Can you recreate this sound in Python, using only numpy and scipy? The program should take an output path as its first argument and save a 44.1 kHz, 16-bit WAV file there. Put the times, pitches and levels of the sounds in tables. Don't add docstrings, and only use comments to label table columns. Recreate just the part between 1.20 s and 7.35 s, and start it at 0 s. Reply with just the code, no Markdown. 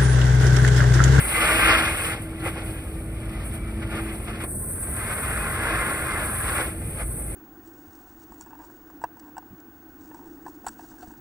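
import sys
import numpy as np
from scipy import signal
from scipy.fft import rfft, irfft, next_fast_len
from scipy.io import wavfile

SR = 44100
rng = np.random.default_rng(int(sys.argv[2]) if len(sys.argv) > 2 else 0)


def dump_mix(stems):
    frames = np.atleast_2d(stems).T
    limited = np.clip(frames, -1, 1)
    pcm = np.round(limited * 32767).astype(np.int16)
    wavfile.write(sys.argv[1], SR, pcm)


N = 271215
TIME = np.arange(N) / SR
USUAL_GUSH_DB = -36


# pitch_hz, level_db
GUSH_SPECTRUM = [(150, -27), (350, -8), (500, -4.5), (870, -5.5), (965, -11.5), (1070, -3), (1450, -2),
                 (2100, -2), (2600, -3.5), (2850, -4), (3150, -7), (3450, -10), (3800, -15.5), (5000, -22),
                 (6000, -27), (7700, -27.5), (10000, -43)]

def gush(turns, gush_db, slug_db, cover, surge_db=0.81, throb=0.038):
    above_usual_db = gush_db - USUAL_GUSH_DB
    slosh_gain = from_db(-46.5 - gush_db - slug_db)
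    gurgle_gain = np.hypot(from_db(2.0 - 0.33 * above_usual_db - 0.032 * slug_db), slosh_gain)
    splash_gain = from_db(2.1 - 0.079 * above_usual_db - 0.3 * slug_db - 10 * cover)
    impacts = coloured(drops(per_s=9000, spread_db=1.5), GUSH_SPECTRUM)
    gurgle = filtered(impacts, lambda hz: 1 / (1 + (hz / 970) ** 10))
    splash = filtered(impacts, lambda hz: 1 - 1 / (1 + (hz / 3200) ** 10))
    rush = impacts - gurgle - splash
    water = from_db(-0.93 + drift(19)) * rush + from_db(-4.5) * pit_ringing()
    water += from_db(-13) * bubbles(per_s=160, cycles=88, size_count=22)
    water += gurgle_gain * from_db(2.0 * drift(39)) * gurgle
    water += splash_gain * from_db(1.6 * drift(30)) * splash
    pulsing = 1 + throb * (np.cos(4 * np.pi * turns) + np.cos(12 * np.pi * turns))
    return water * from_db(gush_db + slug_db + surge_db * drift(13)) * pulsing


# time_s, level_db
GUSH_LEVEL = [(0.0, -31), (0.05, -35), (0.22, -21.5), (0.32, -21.5), (0.53, -19.4), (0.67, -25.3),
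              (0.78, -31), (0.87, -30.5), (1.04, -47), (1.55, -46), (1.9, -50.5), (2.19, -44.5),
              (2.46, -47.5), (3.19, -45.5), (3.35, -56), (3.74, -42), (3.81, -34), (4.39, -29.8),
              (4.48, -24), (4.66, -27), (4.78, -28.5), (5.04, -31.5), (5.16, -35.5), (5.28, -29.5),
              (5.42, -29.8), (5.55, -48.5), (6.15, -50.5)]

def gush_level():
    return in_time(GUSH_LEVEL)


# peak_s, rise_s, fall_s, gush_lift_db, spray_lift_db
WATER_SLUGS = [(0.505, 0.051, 0.05, 3, 0), (0.925, 0.033, 0.036, 6.5, 0.5), (1.03, 0.02, 0.025, -1, 5),
               (1.271, 0.048, 0.038, 16, 9.5), (1.37, 0.037, 0.085, 7, 0), (2.265, 0.026, 0.038, -0.5, 9),
               (2.348, 0.025, 0.03, 3.5, 10.5), (2.625, 0.0054, 0.021, 9.5, 1),
               (2.745, 0.054, 0.07, 12.3, 2), (2.87, 0.015, 0.07, 6, -2), (3.078, 0.0068, 0.043, 7.5, -1),
               (3.133, 0.007, 0.031, 2, 0), (3.218, 0.026, 0.034, 11.5, 4.5), (3.24, 0.0029, 0.014, 8.5, 7),
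               (4.95, 0.035, 0.07, 3, 0), (5.402, 0.05, 0.019, 4.4, 0), (5.812, 0.037, 0.024, 14.5, 2)]

def slugs():
    lifts_db = np.zeros((2, N))
    for peak_s, rise_s, fall_s, gush_lift_db, spray_lift_db in WATER_SLUGS:
        width_s = np.where(TIME < peak_s, rise_s, fall_s)
        swell = np.exp(-((TIME - peak_s) / width_s) ** 2)
        lifts_db += np.outer([gush_lift_db, spray_lift_db], swell)
    return lifts_db


# pitch_hz, width_hz, level_db
PIT_NOTES = [(647, 66, -4), (1053, 51, -2.5), (1208, 72, 3.5), (1312, 39, 1.5), (1389, 79, 4.5),
             (1471, 69, 1.5), (1601, 62, 0), (1782, 70, -2), (2046, 46, 5.5), (2190, 55, -1), (2497, 70, 1),
             (3360, 240, -12.5)]

def pit_ringing(swell_db=2.7, slide_share=0.012, heaves_per_s=4.0):
    ringing = 0
    for pitch_hz, width_hz, level_db in PIT_NOTES:
        sliding_hz = pitch_hz * (1 + slide_share * drift(heaves_per_s))
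        phase = 2 * np.pi * np.cumsum(sliding_hz) / SR
        cos, sin = np.cos(phase), np.sin(phase)
        ring = np.array([drift(width_hz / 2) * cos + drift(width_hz / 2) * sin for _ in range(2)])
        ringing += from_db(level_db + swell_db * drift(heaves_per_s)) * ring
    return rms_one(ringing)


def bubbles(per_s, cycles, size_count):
    births = drops(per_s, spread_db=-1.0)
    sizes = rng.integers(0, size_count, N)
    pitches_hz = np.geomspace(1100, 2500, size_count)
    rings = (resonance(births * (sizes == k), hz, 2 * hz / cycles) for k, hz in enumerate(pitches_hz))
    return rms_one(sum(rings))


# delay_s, gain
WALL_ECHOES = [(.0034, .15), (.0057, -.16), (.0083, .14)]

def off_walls(pair, wander_s=0.0003, wanders_per_s=1.2):
    echoed = pair.copy()
    for delay_s, gain in WALL_ECHOES:
        sent_s = TIME - delay_s - wander_s * drift(wanders_per_s)
        echoed += gain * np.array([np.interp(sent_s, TIME, stream) for stream in pair])
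    return echoed


# start_s, relative_db
POOL_SLAPS = [(0.481, -29), (0.495, -22), (0.51, -25), (0.518, -26.5), (0.566, -27)]

def slaps(gain_db, low_hz, high_hz, decay_s):
    band = signal.butter(5, [low_hz, high_hz], "band", fs=SR, output="sos")
    bursts = dying(impulses(POOL_SLAPS), decay_s) * drops(per_s=9900, spread_db=1.0)
    return from_db(gain_db) * signal.sosfilt(band, bursts)


# time_s, relative_db
SPRAY_LEVEL = [(0.0, -31), (0.43, -30.5), (0.54, -34), (0.9, -34.5), (0.97, -48), (1.18, -50.5),
               (1.52, -45), (1.62, -47.5), (2.09, -51), (2.66, -52.5), (2.85, -43), (3.0, -43.5),
               (3.19, -52), (3.3, -34.5), (4.16, -35), (4.45, -39.5), (4.74, -34), (4.95, -38.5),
               (5.1, -33.5), (5.41, -33), (5.54, -42.5), (5.94, -37), (6.15, -40)]
# pitch_hz, level_db
HISS_SPECTRUM = [(5000, -37), (7700, -38), (8050, 3), (8800, -1), (10300, 1.5), (11500, -1), (13000, -6),
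                 (14100, -17), (15500, -15)]

def spray(slug_db, gain_db, flutter_db, mist_flutter_db):
    hiss = coloured(drops(per_s=22000, spread_db=2.0), HISS_SPECTRUM)
    mist = filtered(hiss, lambda hz: 1 / (1 + (11500 / hz) ** 20))
    hiss = hiss - mist + mist * from_db(mist_flutter_db * drift(14))
    return from_db(in_time(SPRAY_LEVEL) + slug_db + gain_db + flutter_db * drift(13.5)) * hiss


# time_s, turns_per_s
ENGINE_SPEED = [(0, 54.46), (0.6, 54.38), (1.2, 54.0), (1.7, 54.03), (2.1, 54.32), (2.6, 54.49),
                (3.0, 54.67), (3.5, 54.06), (4.05, 54.47), (4.5, 54.24), (4.9, 53.92), (5.3, 54.12),
                (5.65, 54.33), (6.15, 54.42)]

def shaft_turns():
    return np.cumsum(in_time(ENGINE_SPEED)) / SR


# time_s, relative_db
MAIN_HUM = [(0, -58), (0.2, -36), (0.3, -42), (0.5, -29.5), (0.85, -44), (1.0, -40), (1.23, -36),
            (1.5, -41.5), (1.9, -42), (2.08, -35), (2.28, -46), (2.5, -39.5), (2.78, -34.5), (3.0, -40),
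            (3.23, -39.5), (3.3, -56), (4.2, -50), (4.57, -39), (5.15, -47.5), (5.5, -40), (5.9, -52.5),
            (6.15, -43.5)]
# time_s, relative_db
LOW_HUM = [(0, -54), (0.5, -37), (0.9, -70), (1.7, -60), (2.1, -45), (2.85, -38.5), (3.55, -51), (4.7, -52),
           (6.15, -53)]
# speed_multiple, against_main_hum_db
WEAK_HUMS = [(2, -7), (12, -22)]

def engine(turns, gain_db, waver_db, waver_rad):
    main_db = in_time(MAIN_HUM)
    tones = [(4, in_time(LOW_HUM)), (6, main_db)]
    tones += [(multiple, main_db + db) for multiple, db in WEAK_HUMS]
    hum = 0
    for multiple, level_db in tones:
        strength = from_db(level_db + waver_db * drift(15))
        phase = 2 * np.pi * (multiple * turns + rng.random()) + waver_rad * drift(11)
        hum += strength * np.sin(phase)
    return np.sqrt(2) * from_db(gain_db) * hum


# time_s, relative_db
DRONE_LEVEL = [(0, -34.5), (0.5, -27), (0.85, -50), (1.6, -35.5), (2.0, -33.5), (2.85, -33.5), (3.55, -57),
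               (4.15, -35), (5.2, -47), (5.6, -37), (6.15, -33)]

def pump_drone(pitch_hz, gain_db, wander_rad):
    phase = 2 * np.pi * (pitch_hz * TIME + rng.random()) + wander_rad * drift(2.2)
    return np.sqrt(2) * from_db(in_time(DRONE_LEVEL) + gain_db) * np.sin(phase)


# pitch_hz, level_db
RUMBLE_SPECTRUM = [(15, -18), (28, -13), (42, 0), (62, 3.5), (100, 1), (150, -4.5), (250, -10.5),
                   (400, -14), (700, -25), (1200, -87)]

def rumble(gush_db, roar_hz, roar_width_hz):
    churn_db = -33 + 0.011 * (gush_db - USUAL_GUSH_DB)
    churn = coloured(rng.standard_normal(N), RUMBLE_SPECTRUM)
    plunges = drops(per_s=400, spread_db=1.5)[0]
    roar = rms_one(double_resonance(plunges, roar_hz, roar_width_hz))
    return from_db(churn_db) * churn + from_db(gush_db - 18.5) * roar


# start_s, relative_db
GRIP_BUMPS = [(0.929, -25), (1.269, -18), (2.749, -20), (3.129, -33), (3.238, -21), (4.13, -21),
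              (5.479, -16)]

def grip_bumps(gain_db):
    pushes = impulses(GRIP_BUMPS)
    body = resonance(pushes, pitch_hz=75, width_hz=57)
    shell = from_db(-6) * resonance(pushes, pitch_hz=326, width_hz=68)
    thud = signal.sosfilt(signal.butter(2, 450, fs=SR, output="sos"), body + shell)
    return from_db(gain_db) * thud * pushes.max() / np.abs(thud).max()


# start_s, relative_db
NEAR_DROPS = [(1.022, -25), (1.051, -32), (1.063, -34), (3.046, -30)]

def drop_ticks(gain_db, pitch_hz, width_hz):
    hits = impulses(NEAR_DROPS)
    patter = from_db(-18) * dying(hits, decay_s=0.0016) * drops(per_s=14000, spread_db=-1.0)[0]
    tick = double_resonance(hits + patter, pitch_hz, width_hz)
    return from_db(gain_db) * tick * hits.max() / np.abs(tick).max()


def whistle(pitch_hz, width_hz, peak_s, peak_db, fade_db_per_s):
    level_db = peak_db - fade_db_per_s * np.abs(TIME - peak_s)
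    return from_db(level_db) * rms_one(double_resonance(rng.standard_normal(N), pitch_hz, width_hz))


# time_s, cover_share
HAND_COVER = [(3.22, 0), (3.29, 1), (3.7, 0.5), (4.2, 0.66), (4.8, 0.74), (5.4, 0.53), (5.68, -0.5),
              (5.92, 0.54), (6.15, 0)]

def hand_cover():
    return np.clip(in_time(HAND_COVER), 0, 1)


# pitch_hz, gain_db
CUPPED_TONE = [(450, 2.5), (650, -0.5), (850, -0.5), (1040, 5.5), (1200, -1.5), (1400, 1.5), (1680, 4.5),
               (1890, -2.5), (2040, -3.5), (2300, -10), (2600, -5.5), (2950, -9), (3600, 1), (6000, 1.5),
               (10000, -0.5), (15000, -0.5)]

def under_hand(sound, cover):
    cupped = filtered(sound, lambda hz: from_db(at_hz(CUPPED_TONE, hz)))
    return (1 - cover) * sound + cover * cupped


# pitch_hz, likeness_share
PORT_LIKENESS = [(900, 1), (1050, .9), (1400, .97), (2100, .94), (2450, .65), (2850, .95), (3200, .97),
                 (3800, .35), (4700, .6), (5500, .4), (6200, .995), (7600, 1), (9300, .98), (11600, .99),
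                 (13000, .85), (15500, .95)]
# pitch_hz, left_minus_right_db
PORT_BALANCE = [(500, 0), (1000, 0.1), (1600, 0.4), (2400, 1.2), (3200, 0.2), (4800, 0.8), (6500, 0)]
# pitch_hz, lead_rad
PORT_LEAD = [(0, 0), (960, 0), (1120, .7), (1220, -.4), (1550, -1.05), (2150, -.75), (2350, .5),
             (2600, 2.4), (2900, 3.1), (3850, 3), (4250, .4), (5300, .2), (5700, -.9), (6100, -3.14),
             (7650, -3.14), (7950, -4.4), (9040, -6.2), (9560, -6.4), (11250, -9.4), (12000, -9.45),
             (12400, -10), (13300, -12.4), (14900, -12.8), (15350, -15.6)]

def at_ports(pair):
    def port_response(hz):
        sides = np.array([[0.5], [-0.5]])
        lead_rad = np.interp(hz, *np.transpose(PORT_LEAD))
        return from_db(sides * at_hz(PORT_BALANCE, hz)) * np.exp(1j * sides * lead_rad)
    shared = filtered(pair[0], lambda hz: np.sqrt((1 + at_hz(PORT_LIKENESS, hz)) / 2))
    unshared = filtered(pair[1], lambda hz: np.sqrt((1 - at_hz(PORT_LIKENESS, hz)) / 2))
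    return filtered(np.array([shared + unshared, shared - unshared]), port_response)


def drops(per_s, spread_db):
    sizes = from_db(spread_db * np.minimum(rng.exponential(1, (2, N)), 4))
    signs = rng.choice([-1, 1], (2, N))
    landed = rng.random((2, N)) < per_s / SR
    return rms_one(sizes * signs * landed)


def impulses(rows):
    clicks = np.zeros(N)
    for start_s, level_db in rows:
        clicks[round(start_s * SR)] = from_db(level_db)
    return clicks


def dying(hits, decay_s):
    return signal.lfilter([1], [1, -np.exp(-1 / (decay_s * SR))], hits + 1e-18)


def drift(per_s):
    step, warm_up = 40, 2000
    pole = np.exp(-2 * np.pi * step * per_s / SR)
    noise = rng.standard_normal(N // step + warm_up + 2)
    slow = signal.lfilter([1], [1, -2 * pole, pole * pole], noise)[warm_up:]
    return np.interp(np.arange(N) / step, np.arange(len(slow)), rms_one(slow))


def resonance(sound, pitch_hz, width_hz):
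    pole = np.exp(-np.pi * width_hz / SR)
    feedback = [1, -2 * pole * np.cos(2 * np.pi * pitch_hz / SR), pole * pole]
    return signal.lfilter(np.array([1, 0, -1]) * (1 - pole * pole) / 2, feedback, sound + 1e-18)


def double_resonance(sound, pitch_hz, width_hz):
    return resonance(resonance(sound, pitch_hz, width_hz), pitch_hz, width_hz)


def filtered(sound, response):
    size = next_fast_len(N + 4096, real=True)
    hz = np.maximum(np.arange(size // 2 + 1) * SR / size, 1)
    return irfft(rfft(sound, size) * response(hz), size)[..., :N]


def coloured(sound, spectrum):
    return rms_one(filtered(sound, lambda hz: from_db(at_hz(spectrum, hz))))


def at_hz(rows, hz):
    pitches_hz, values = np.transpose(rows)
    return np.interp(np.log(hz), np.log(pitches_hz), values)


def in_time(rows):
    return np.interp(TIME, *np.transpose(rows))


def from_db(db):
    return 10 ** (np.asarray(db) / 20)


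def rms_one(sound):
    return sound / np.sqrt(np.mean(sound ** 2) + 1e-20)


def scene():
    turns, gush_db, cover = shaft_turns(), gush_level(), hand_cover()
    slug_gush_db, slug_spray_db = slugs()
    jet = gush(turns, gush_db, slug_gush_db, cover)
    hiss = spray(slug_spray_db, gain_db=3.0, flutter_db=0.9, mist_flutter_db=1.1)
    water = at_ports(off_walls(jet) + hiss + slaps(gain_db=1.0, low_hz=4040, high_hz=5340, decay_s=0.01))
    water += whistle(pitch_hz=2310, width_hz=30, peak_s=2.36, peak_db=-53.5, fade_db_per_s=17)
    low = engine(turns, gain_db=-1.43, waver_db=2.5, waver_rad=0.22)
    low += pump_drone(pitch_hz=52.35, gain_db=-3.0, wander_rad=0.3)
    low += rumble(gush_db, roar_hz=190, roar_width_hz=193)
    knocks = grip_bumps(gain_db=-4.5) + drop_ticks(gain_db=-3.5, pitch_hz=10200, width_hz=1500)
    return under_hand(water, cover) + low + knocks


def record(dry):
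    cutoff_hz = 15750
    return filtered(dry, lambda hz: 1 / np.sqrt(1 + (hz / cutoff_hz) ** 500))


dry = scene()
out = record(dry)
dump_mix(out)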